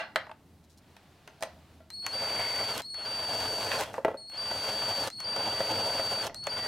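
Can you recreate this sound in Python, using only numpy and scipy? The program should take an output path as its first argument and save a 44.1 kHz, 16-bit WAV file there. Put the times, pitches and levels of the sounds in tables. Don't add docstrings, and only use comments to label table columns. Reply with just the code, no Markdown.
import sys
import numpy as np
from scipy import signal
from scipy.fft import rfft, irfft, next_fast_len
from scipy.io import wavfile
from scipy.ndimage import uniform_filter1d, map_coordinates

SR = 44100
rng = np.random.default_rng(int(sys.argv[2]) if len(sys.argv) > 2 else 0)


def file_out(sig):
    cols = np.atleast_2d(sig).T
    lim = np.clip(cols, -1, 1)
    pcm = np.round(lim * 32767).astype(np.int16)
    wavfile.write(sys.argv[1], SR, pcm)


N = 294147

# (frequency [Hz], level [dB])
AIR_SPECTRUM = [(22, -27), (45, -15.5), (83, -7.5), (122, -8.5), (165, -7.5), (300, -10.5), (520, -23),
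                (770, -21.5), (1760, -39), (8000, -40), (14000, -41), (16000, -46)]
# (frequency [Hz], level [dB])
HISS_SPECTRUM = [(300, 1), (700, 3.5), (1500, -2), (4300, -6), (6000, -13), (15000, -21)]
# (frequency [Hz], level [dB])
RUMBLE_SPECTRUM = [(22, -6), (45, -4), (130, 1), (300, -16), (800, -60)]
# (time [s], length [s], level [dB])
HUMS = [(.4, .65, -66.5), (1.4, 0.57, -63)]
# (time [s], length [s], level [dB])
HISSES = [(.75, 1.13, -68)]
# (time [s], length [s], level [dB])
RUMBLES = [(6.25, .6, -57.5)]
# (frequency [Hz], left-right correlation [1])
LIKENESS = [(100, 0.96), (600, .99), (1400, .94), (2800, 0.82), (5000, 0.78), (9000, 0.48), (14000, 0.28)]
# (frequency [Hz], t60 [s])
ROOM_T60 = [(200, 0.28), (1000, 0.36), (3500, 0.27), (5000, 0.35), (7000, 0.16), (12000, 0.12)]

# (time [s], thud pitch [Hz], thud [dB], bending [dB], clank [dB],
# hard-edge lift [dB], tick [dB], room relative to knock [dB])
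KNOCKS = [(-.02, 790, -39, -53, -28, 7, -42.5, -2.5), (.159, 775, -31, -34.5, -22, 4, -36, -11.5),
          (.268, 890, -47.5, -68, -72, 0, -70, -16), (.295, 880, -44.5, -67, -70, 0, -72, -16),
          (.314, 860, -44, -58, -49, 5, -66, -16), (.966, 890, -61, -68, -54, 9, -59, -10),
          (1.276, 800, -53.5, -50, -47.5, -3, -53.5, -9), (1.408, 800, -55, -49.5, -59, -6, -55, 3),
          (1.425, 770, -43, -36.5, -31.5, 1, -36.5, -13), (1.434, 700, -42, -38, -40, -4, -40.5, -9),
          (1.805, 640, -64, -51.5, -80, 0, -86, -12), (3.716, 900, -47, -53, -28.5, 1, -44, -3),
          (3.941, 730, -40, -44, -39.5, -15, -53, -5.5), (3.981, 554, -30.5, -45, -48, -10, -72, -17),
          (4.048, 398, -24, -25, -26.5, -7, -49.5, -12.5), (4.082, 500, -30, -35, -44, -3, -76, -27),
          (4.114, 473, -39.5, -52, -64, 0, -74, -20), (4.143, 543, -38, -54, -64, 0, -82, -27),
          (4.514, 550, -34.5, -38, -50, 0, -56, -20), (5.363, 585, -35.5, -34.5, -44, 2, -40, -22),
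          (5.605, 560, -30, -33, -37, 3, -51, -27), (5.996, 545, -36, -31, -40, 0, -56, -23),
          (6.296, 520, -45.5, -54, -47.5, -11, -80, -8), (6.471, 567, -36, -39.5, -35, 6, -48, -16)]
# (multiple of its pitch [1], level [dB])
THUD_SPECTRUM = [(.05, -42), (.3, -19.5), (.55, -10.5), (.8, -4), (1, 3), (1.4, -5), (2.2, -8.5),
                 (4, -28.5), (7, -48)]
# (frequency [Hz], level [dB])
CLANK_SPECTRUM = [(30, -42), (150, -18), (430, -12), (640, 3), (1300, 3), (2100, 1), (3200, -5.5),
                  (4400, -11.5), (6000, -27), (12000, -64)]
# (frequency [Hz], level [dB])
TICK_SPECTRUM = [(1500, -40), (4000, 4.5), (6500, 1.5), (9000, -1.5), (13000, -6.5), (16000, -12)]
# (frequency [Hz], width [Hz], level [dB])
BENCH_MODES = [(201.6, 15, -7.5), (232, 24, -13.5), (319.5, 20.5, -6.5), (427, 37, -3.5), (545.4, 26.7, 1),
               (617.8, 19.5, 1.5), (671, 49, -2), (747, 12, -7.5), (880, 50, -2)]
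# (frequency [Hz], width [Hz], level [dB])
STRIP_MODES = [(1390, 28, -12), (1527, 34, 7), (1735, 85, 10), (1940, 57, 9.5), (2230, 43, -33),
               (2580, 120, 6), (3290, 210, 6.5), (3610, 100, -2.5)]
# (frequency [Hz], width [Hz], level [dB])
PING_MODES = [(3750, 28, 5), (5437, 35, -12), (6288, 30, 10), (7430, 24, -1), (8000, 23, -16),
              (8560, 51, 17), (13820, 24, -7)]
# (frequency [Hz], mean level [dB], t60 [s])
BENDING_MODES = [(641.4, 8, 0.07), (562, -24, 0.25), (1376, -8.5, 0.17), (1960, -13, 0.13)]
# (time [s], length [s], level [dB])
RUBS = [(.63, 0.036, -71), (.685, 0.077, -62), (.765, .035, -62)]
# (time [s], click [dB], body relative to click [dB])
SNAPS = [(1.903, -46, -3.5), (2.065, -33, 2), (2.779, -35, -23), (2.796, -49.5, 9), (2.819, -44, -19),
         (2.944, -48, 2.5), (3.802, -40, -3), (3.809, -35.5, 0.5), (3.835, -44, 6), (4.298, -52.5, 0),
         (4.514, -50, 7), (5.074, -36.5, -17), (5.102, -44, -2.5), (5.203, -41.5, 0.5), (5.498, -51, -2),
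         (6.268, -37, -16), (6.345, -41.5, -6.5), (6.44, -47, -16), (6.469, -37.5, 5)]

# (five rising trigger notches [s] x 5, full speed [s], easing off [s],
# switch open [s], whine under load [Hz])
SQUEEZES = [(1.906, 1.934, 1.959, 1.994, 2.037, 2.130, 2.732, 2.762, 4586),
            (2.822, 2.848, 2.867, 2.897, 2.937, 3.054, 3.780, 3.798, 4587),
            (4.172, 4.173, 4.202, 4.280, 4.327, 4.374, 5.040, 5.065, 4594),
            (5.103, 5.127, 5.145, 5.168, 5.194, 5.243, 6.228, 6.256, 4606),
            (6.345, 6.359, 6.371, 6.388, 6.416, 6.497, 6.700, 6.720, 4598)]
NOTCH_HZ = [4150, 4350, 4322, 4350, 4406, 4610, 4375]
NOTCH_DB = [-46.5, -38.5, -40, -37, -34.5, -31.5, -38.5]
# (start [s], run-down start [s], run-down of speed and depth [dB/s],
# bite time constant [s], chatter [dB], scrape [dB], whine trim below full [dB], at full and after [dB])
RUNS = [(2.02, 2.806, 1800, 0.13, -40, -45, 0, 0), (2.935, 3.828, 291, 0.29, -37, -42, -0.5, -1),
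        (4.306, 5.084, 1800, 0.18, -38.5, -43.5, -5, -0.7),
        (5.177, 6.277, 1800, 0.24, -36.5, -44, -1.5, 0.3), (6.421, 6.72, 1800, 0.18, -37, -44, -1.5, -1)]
# (frequency [Hz], level [dB])
CHATTER_SPECTRUM = [(25, -29), (45, -9), (65, -14.5), (88, 0), (115, 2.5), (150, -9), (270, -5),
                    (375, -13.5), (440, -3.5), (630, 2.5), (900, -0.5), (1130, -19.5), (1500, -35),
                    (3000, -69)]
# (frequency [Hz], level [dB])
GEARS_SPECTRUM = [(400, -21.5), (950, 1), (1130, -0.5), (1460, 0.5), (1900, -7), (2160, -4.5), (2470, -7),
                  (2830, -1), (3040, -5.5), (3230, 0.5), (3600, -8.5), (4100, -26), (5500, -37),
                  (9000, -55)]
# (frequency [Hz], level [dB])
SCRAPE_SPECTRUM = [(3000, -32), (3900, 5.5), (5000, 3.5), (5800, 1), (6500, 1), (7500, -2), (8400, -0.5),
                   (10000, -2.5), (12000, -8), (13300, -5.5), (16000, -15.5)]
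# (time [s], length [s], level [dB])
BURRS = [(2.08, 0.76, -43.5)]
# (time [s], length [s], drumming [dB], hiss [dB], fade [dB/s])
SKIDS = [(3.702, .15, -47.5, -54.5, 11), (3.855, 0.077, -47.5, -59, 90), (3.927, .115, -46.5, -55.5, 117),
         (4.048, 0.118, -42, -64.5, 71), (6.284, .14, -45, -87, 140)]
# (time [s], pitch [Hz], level [dB])
SNATCH = [(3.72, 379, -80), (3.745, 470, -38), (3.775, 596, -42), (3.8, 799, -32), (3.825, 1027, -35),
          (3.85, 1084, -78)]

TOP_HZ = 16100
AIR_WAVER_DB, LEAN_DB = 1.8, .7
CONTACT_T60_S = .006
EDGE_HZ, EDGE_OCTAVES = 3800, 0.33
FULL = 5
SAG_HZ, SAG_TAU_S = 54, .24
GEARS_DB, SPIN_UP_TAU_S = -40, 0.2
GEARS_POWER, CHATTER_POWER, SCRAPE_POWER = 0.74, 1.07, 1.3
CATCH_PER_S, CATCH_DB = 28, -10
SKID_EDGE_S, SKID_RATTLE_DB = 0.0051, -14


def amp(db):
    return 10 ** (np.asarray(db) / 20)


def unit(x):
    return x / np.sqrt(np.mean(x ** 2) + 1e-20)


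def struck(x, size=220):
    return x / np.sqrt(np.mean(x[..., :size] ** 2) + 1e-20)


def along(points, hz):
    f, value = np.transpose(points)
    return np.interp(np.log(hz + 1), np.log(f + 1), value)


def curves(rows):
    s, *columns = np.transpose(rows)
    return [np.interp(np.arange(N) / SR, s, column) for column in columns]


def gain(rows):
    t = np.arange(N) / SR
    inside = (t > rows[0][0]) & (t < rows[-1][0])
    return amp(curves(rows)[-1]) * inside


def swells(rows, edge_s):
    t = np.arange(N) / SR
    return sum(amp(db) * np.clip(np.minimum(t - s, s + length_s - t) / edge_s, 0, 1)
               for s, length_s, db in rows)


def wobble(knots_per_s):
    knots = rng.standard_normal(int(N * knots_per_s / SR) + 4)
    return map_coordinates(knots, [np.arange(N) * knots_per_s / SR])


def filtered(x, response):
    n = x.shape[-1]
    m = next_fast_len(n + SR // 4)
    return irfft(rfft(x, m) * response(np.fft.rfftfreq(m, 1 / SR)), m)[..., :n]


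def coloured(x, spectrum):
    def response(hz):
        cepstrum = irfft(np.log(amp(along(spectrum, hz))))
        half = len(cepstrum) // 2
        return np.exp(rfft(np.r_[cepstrum[0], 2 * cepstrum[1:half], np.zeros(half)]))
    return filtered(x, response)


def resonate(x, modes):
    top_hz = 2 * modes[-1][0]

    def response(f):
        ringing = sum((-1) ** k * amp(db) * 1j * f * width / (centre * centre - f * f + 1j * f * width)
                      for k, (centre, width, db) in enumerate(modes))
        return ringing / (1 + 1j * f / top_hz) ** 2
    return filtered(x, response)


def spread(pair):
    def mid_side(hz):
        turn = np.arccos(np.clip(along(LIKENESS, hz), -1, 1)) / 2
        return np.array([np.cos(turn), np.sin(turn)])
    mid, side = filtered(pair, mid_side)
    return np.array([mid + side, mid - side])


def grains(per_s, scatter_db):
    hits = rng.random((2, N)) < per_s / SR
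    signs = rng.choice([-1, 1], (2, N))
    return unit(hits * signs * amp(scatter_db * rng.standard_normal((2, N))))


def burst(spectrum, t60_s):
    t = np.arange(SR // 2) / SR
    dying = rng.standard_normal((2, len(t))) * amp(-60 * t / t60_s)
    return struck(spread(coloured(dying, spectrum)))


def add(track, s, sound):
    start = round(s * SR)
    part = sound[:, max(-start, 0):N - start]
    track[:, max(start, 0):][:, :part.shape[1]] += part


def nearby(x, echo_db, reach_s=.02, count=10):
    delays_s, signs = rng.uniform(.001, reach_s, count), rng.choice([-1, 1], count)
    out = x.copy()
    for delay_s, sign in zip(delays_s, signs):
        add(out, delay_s, sign * amp(echo_db) * x)
    return unit(out)


def room(x, delay_s=.006):
    hz, t, z = signal.stft(rng.standard_normal((2, SR // 2)), SR, nperseg=256)
    decay = amp(-60 * t / along(ROOM_T60, hz)[:, None])
    tail = spread(signal.istft(z * decay, SR, nperseg=256)[1])
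    tail = np.pad(tail / np.linalg.norm(tail[0]), ((0, 0), (int(delay_s * SR), 0)))
    return signal.fftconvolve(x, tail, axes=1)[:, :x.shape[1]]


def workshop(air_db=-61, hum_hz=82.9, hum_db=-73, hiss_db=-70):
    def noise(spectrum):
        return unit(spread(coloured(rng.standard_normal((2, N)), spectrum)))
    air = amp(air_db + AIR_WAVER_DB * wobble(12)) * noise(AIR_SPECTRUM)
    hum = np.sqrt(2) * np.sin(2 * np.pi * np.cumsum(hum_hz + 2.65 * wobble(7.2)) / SR)
    hum *= (amp(hum_db) + swells(HUMS, edge_s=0.17)) * amp(1.7 * wobble(9.9))
    hiss = (amp(hiss_db) + swells(HISSES, edge_s=0.16)) * noise(HISS_SPECTRUM)
    rumble = swells(RUMBLES, edge_s=.06) * noise(RUMBLE_SPECTRUM)
    return air + hum + hiss + rumble


def bend():
    t = np.arange(SR // 2) / SR
    return struck(sum(amp(db + rng.normal(0, 0.67) - 60 * t / t60_s) * np.sin(2 * np.pi * hz * t)
                      for hz, db, t60_s in BENDING_MODES))


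def hardened(edge_db):
    return [(hz, db + edge_db * np.exp(-(np.log2(hz / EDGE_HZ) / EDGE_OCTAVES) ** 2))
            for hz, db in CLANK_SPECTRUM]


def knocks(ring_db=-7, board_db=-3, ping_db=-13):
    out = np.zeros((2, N))
    for s, thud_hz, thud_db, bend_db, clank_db, edge_db, tick_db, room_db in KNOCKS:
        blow = np.array(THUD_SPECTRUM) * [thud_hz, 1]
        edge = hardened(edge_db)
        board = struck(resonate(burst(blow, t60_s=CONTACT_T60_S), BENCH_MODES), size=450)
        ring = struck(resonate(burst(edge, t60_s=0.004), STRIP_MODES), size=300)
        ping = struck(resonate(burst(TICK_SPECTRUM, t60_s=0.0087), PING_MODES), size=300)
        thud = burst(blow, t60_s=0.025) + amp(board_db) * board
        clank = burst(edge, t60_s=0.04) + amp(ring_db) * ring
        tick = burst(TICK_SPECTRUM, t60_s=0.013) + amp(ping_db) * ping
        sound = amp(thud_db) * thud + amp(bend_db) * bend()
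        sound = sound + amp(clank_db) * clank + amp(tick_db) * tick
        add(out, s, sound + amp(room_db) * room(sound))
    return out


def fingers():
    rub = spread(coloured(grains(per_s=2400, scatter_db=14), TICK_SPECTRUM))
    return swells(RUBS, edge_s=0.018) * nearby(rub, echo_db=-7)


def snaps(room_db=-12):
    out = np.zeros((2, N))
    for s, db, body_db in SNAPS:
        click = burst(TICK_SPECTRUM, t60_s=0.011)
        body = burst(CLANK_SPECTRUM, t60_s=0.031)
        add(out, s, amp(db) * (click + amp(body_db) * body))
    return out + amp(room_db) * room(out)


def whine(second_db=-14.0, third_db=-33, steady_db=-25, sagging_db=-27, flutter_db=0.58, waver_db=.5,
          jitter_hz=5, pan_db=0.8, blip_db=-2.0):
    t = np.arange(N) / SR
    notch = np.full(N, -1)
    blip, sag_hz, level_db = np.zeros((3, N))
    for (*times, loaded_hz), (*_, squeezing_db, running_db) in zip(SQUEEZES, RUNS):
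        inside = (t >= times[0]) & (t < times[-1])
        notch[inside] = np.searchsorted(times, t[inside], side="right") - 1
        full_age = np.maximum(t[inside] - times[FULL], 0)
        sag_hz[inside] = loaded_hz + SAG_HZ * np.exp(-full_age / SAG_TAU_S)
        level_db[inside] = np.where(notch[inside] < FULL, squeezing_db, running_db)
        for s in (times[2], times[3], times[FULL]):
            blip[(t >= s) & (t < s + .004)] = 1
    on = uniform_filter1d(1. * (notch >= 0), size=40)
    full = uniform_filter1d(1. * (notch == FULL), size=40)
    blip = uniform_filter1d(blip, size=30)
    hz = np.where(notch == FULL, sag_hz, np.take(NOTCH_HZ, notch, mode="clip")) + 200 * blip
    hz = hz + jitter_hz * wobble(110)

    def tone(f):
        return np.sin(2 * np.pi * np.cumsum(f) / SR)
    slow = amp(second_db + 2.7 * wobble(25)) * tone(2 * hz)
    slow += amp(third_db + 2.4 * wobble(25.6)) * tone(3 * hz)
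    slow *= amp(-8 * (notch == FULL - 1))
    steady_hz, sagging_hz = 9385, 9040 + 3.5 * (sag_hz - 4600)
    fast = amp(steady_db + 1.9 * wobble(30)) * tone(steady_hz + jitter_hz * wobble(60))
    fast += amp(sagging_db + 2.2 * wobble(30)) * tone(sagging_hz + 14 * wobble(48))
    level_db = uniform_filter1d(level_db + np.take(NOTCH_DB, notch, mode="clip"), size=400)
    level_db = level_db + waver_db * wobble(14) + blip_db * blip + flutter_db * wobble(150)
    sound = on * amp(level_db) * (tone(hz) + (1 - full) * slow + full * fast)
    return sound * amp([[pan_db], [-pan_db]]) + amp(-18.5) * room(sound[None])


def effort():
    t = np.arange(N) / SR
    chatter, gears, scrape = np.zeros((3, N))
    for start, stop, fall_db_per_s, bite_tau_s, chatter_db, scrape_db, *_ in RUNS:
        age = np.maximum(t - start, 0)
        coasting = amp(-fall_db_per_s * np.maximum(t - stop, 0))
        speed = (1 - np.exp(-age / SPIN_UP_TAU_S)) * coasting
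        depth = (1 - np.exp(-age / bite_tau_s)) * coasting
        gears += amp(GEARS_DB) * speed ** GEARS_POWER
        chatter += amp(chatter_db) * depth ** CHATTER_POWER
        scrape += amp(scrape_db) * depth ** SCRAPE_POWER
    return chatter, gears, scrape


def skidding():
    t = np.arange(N) / SR
    return sum(amp([[drum_db], [hiss_db]]) * swells([(s, length_s, 0)], SKID_EDGE_S)
               * amp(-fade_db_per_s * np.maximum(t - s, 0))
               for s, length_s, drum_db, hiss_db, fade_db_per_s in SKIDS)


def grinding(ring_db=-1, strip_db=-10):
    chatter, gears, scrape = effort()
    skid, skid_hiss = skidding()
    chatter = chatter * amp(LEAN_DB * wobble(9)) + skid
    gears, scrape = gears + amp(SKID_RATTLE_DB) * skid, scrape + skid_hiss
    bite = wobble(45)

    blow_grains = grains(per_s=1200, scatter_db=1.5) * amp(3.0 * bite)
    blows = unit(spread(coloured(blow_grains, CHATTER_SPECTRUM)))
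    boom_grains = grains(per_s=500, scatter_db=4) * amp(1.55 * bite)
    boom = unit(spread(resonate(boom_grains, BENCH_MODES)))
    drum = unit(blows + amp(ring_db) * boom)

    tooth_grains = grains(per_s=2200, scatter_db=1.0) * amp(1.27 * bite + 1.3 * wobble(220))
    teeth = nearby(spread(coloured(tooth_grains, GEARS_SPECTRUM)), echo_db=-19.0)
    ring = unit(sum(resonate(grains(per_s=650, scatter_db=-2) * amp(5.6 * wobble(10)), [mode])
                    for mode in STRIP_MODES))
    catch_grains = grains(per_s=CATCH_PER_S, scatter_db=1.5)
    catches = nearby(spread(coloured(catch_grains, CLANK_SPECTRUM)), echo_db=0, reach_s=0.0074)
    rattle = teeth + amp(strip_db) * spread(ring) + amp(CATCH_DB) * catches

    swarf_grains = grains(per_s=10000, scatter_db=0.0) * amp(1.1 * bite + 1.25 * wobble(300))
    swarf = nearby(spread(coloured(swarf_grains, SCRAPE_SPECTRUM)), echo_db=-23.0)
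    burr_modes = [(2000, 190, -2.2), (2210, 240, 0.37)]  # (frequency [Hz], width [Hz], level [dB])
    rasp = unit(spread(resonate(grains(per_s=400, scatter_db=1.5), burr_modes)))
    burr = swells(BURRS, edge_s=0.34) * amp(2.1 * bite) * rasp
    return chatter * drum + gears * rattle + scrape * swarf + burr


def snatch(overtone_db=-5, unevenness=0.087):
    hz = curves(SNATCH)[0] * (1 + unevenness * wobble(450))
    phase = 2 * np.pi * np.cumsum(hz) / SR
    groan = np.sin(phase) + amp(overtone_db) * np.sin(2 * phase)
    return gain(SNATCH) * amp(2.7 * wobble(160)) * groan


def scene():
    return workshop() + knocks() + fingers() + snaps() + whine() + grinding() + snatch()


def record(dry):
    return filtered(dry, lambda hz: hz < TOP_HZ)


dry = scene()
out = record(dry)
file_out(out)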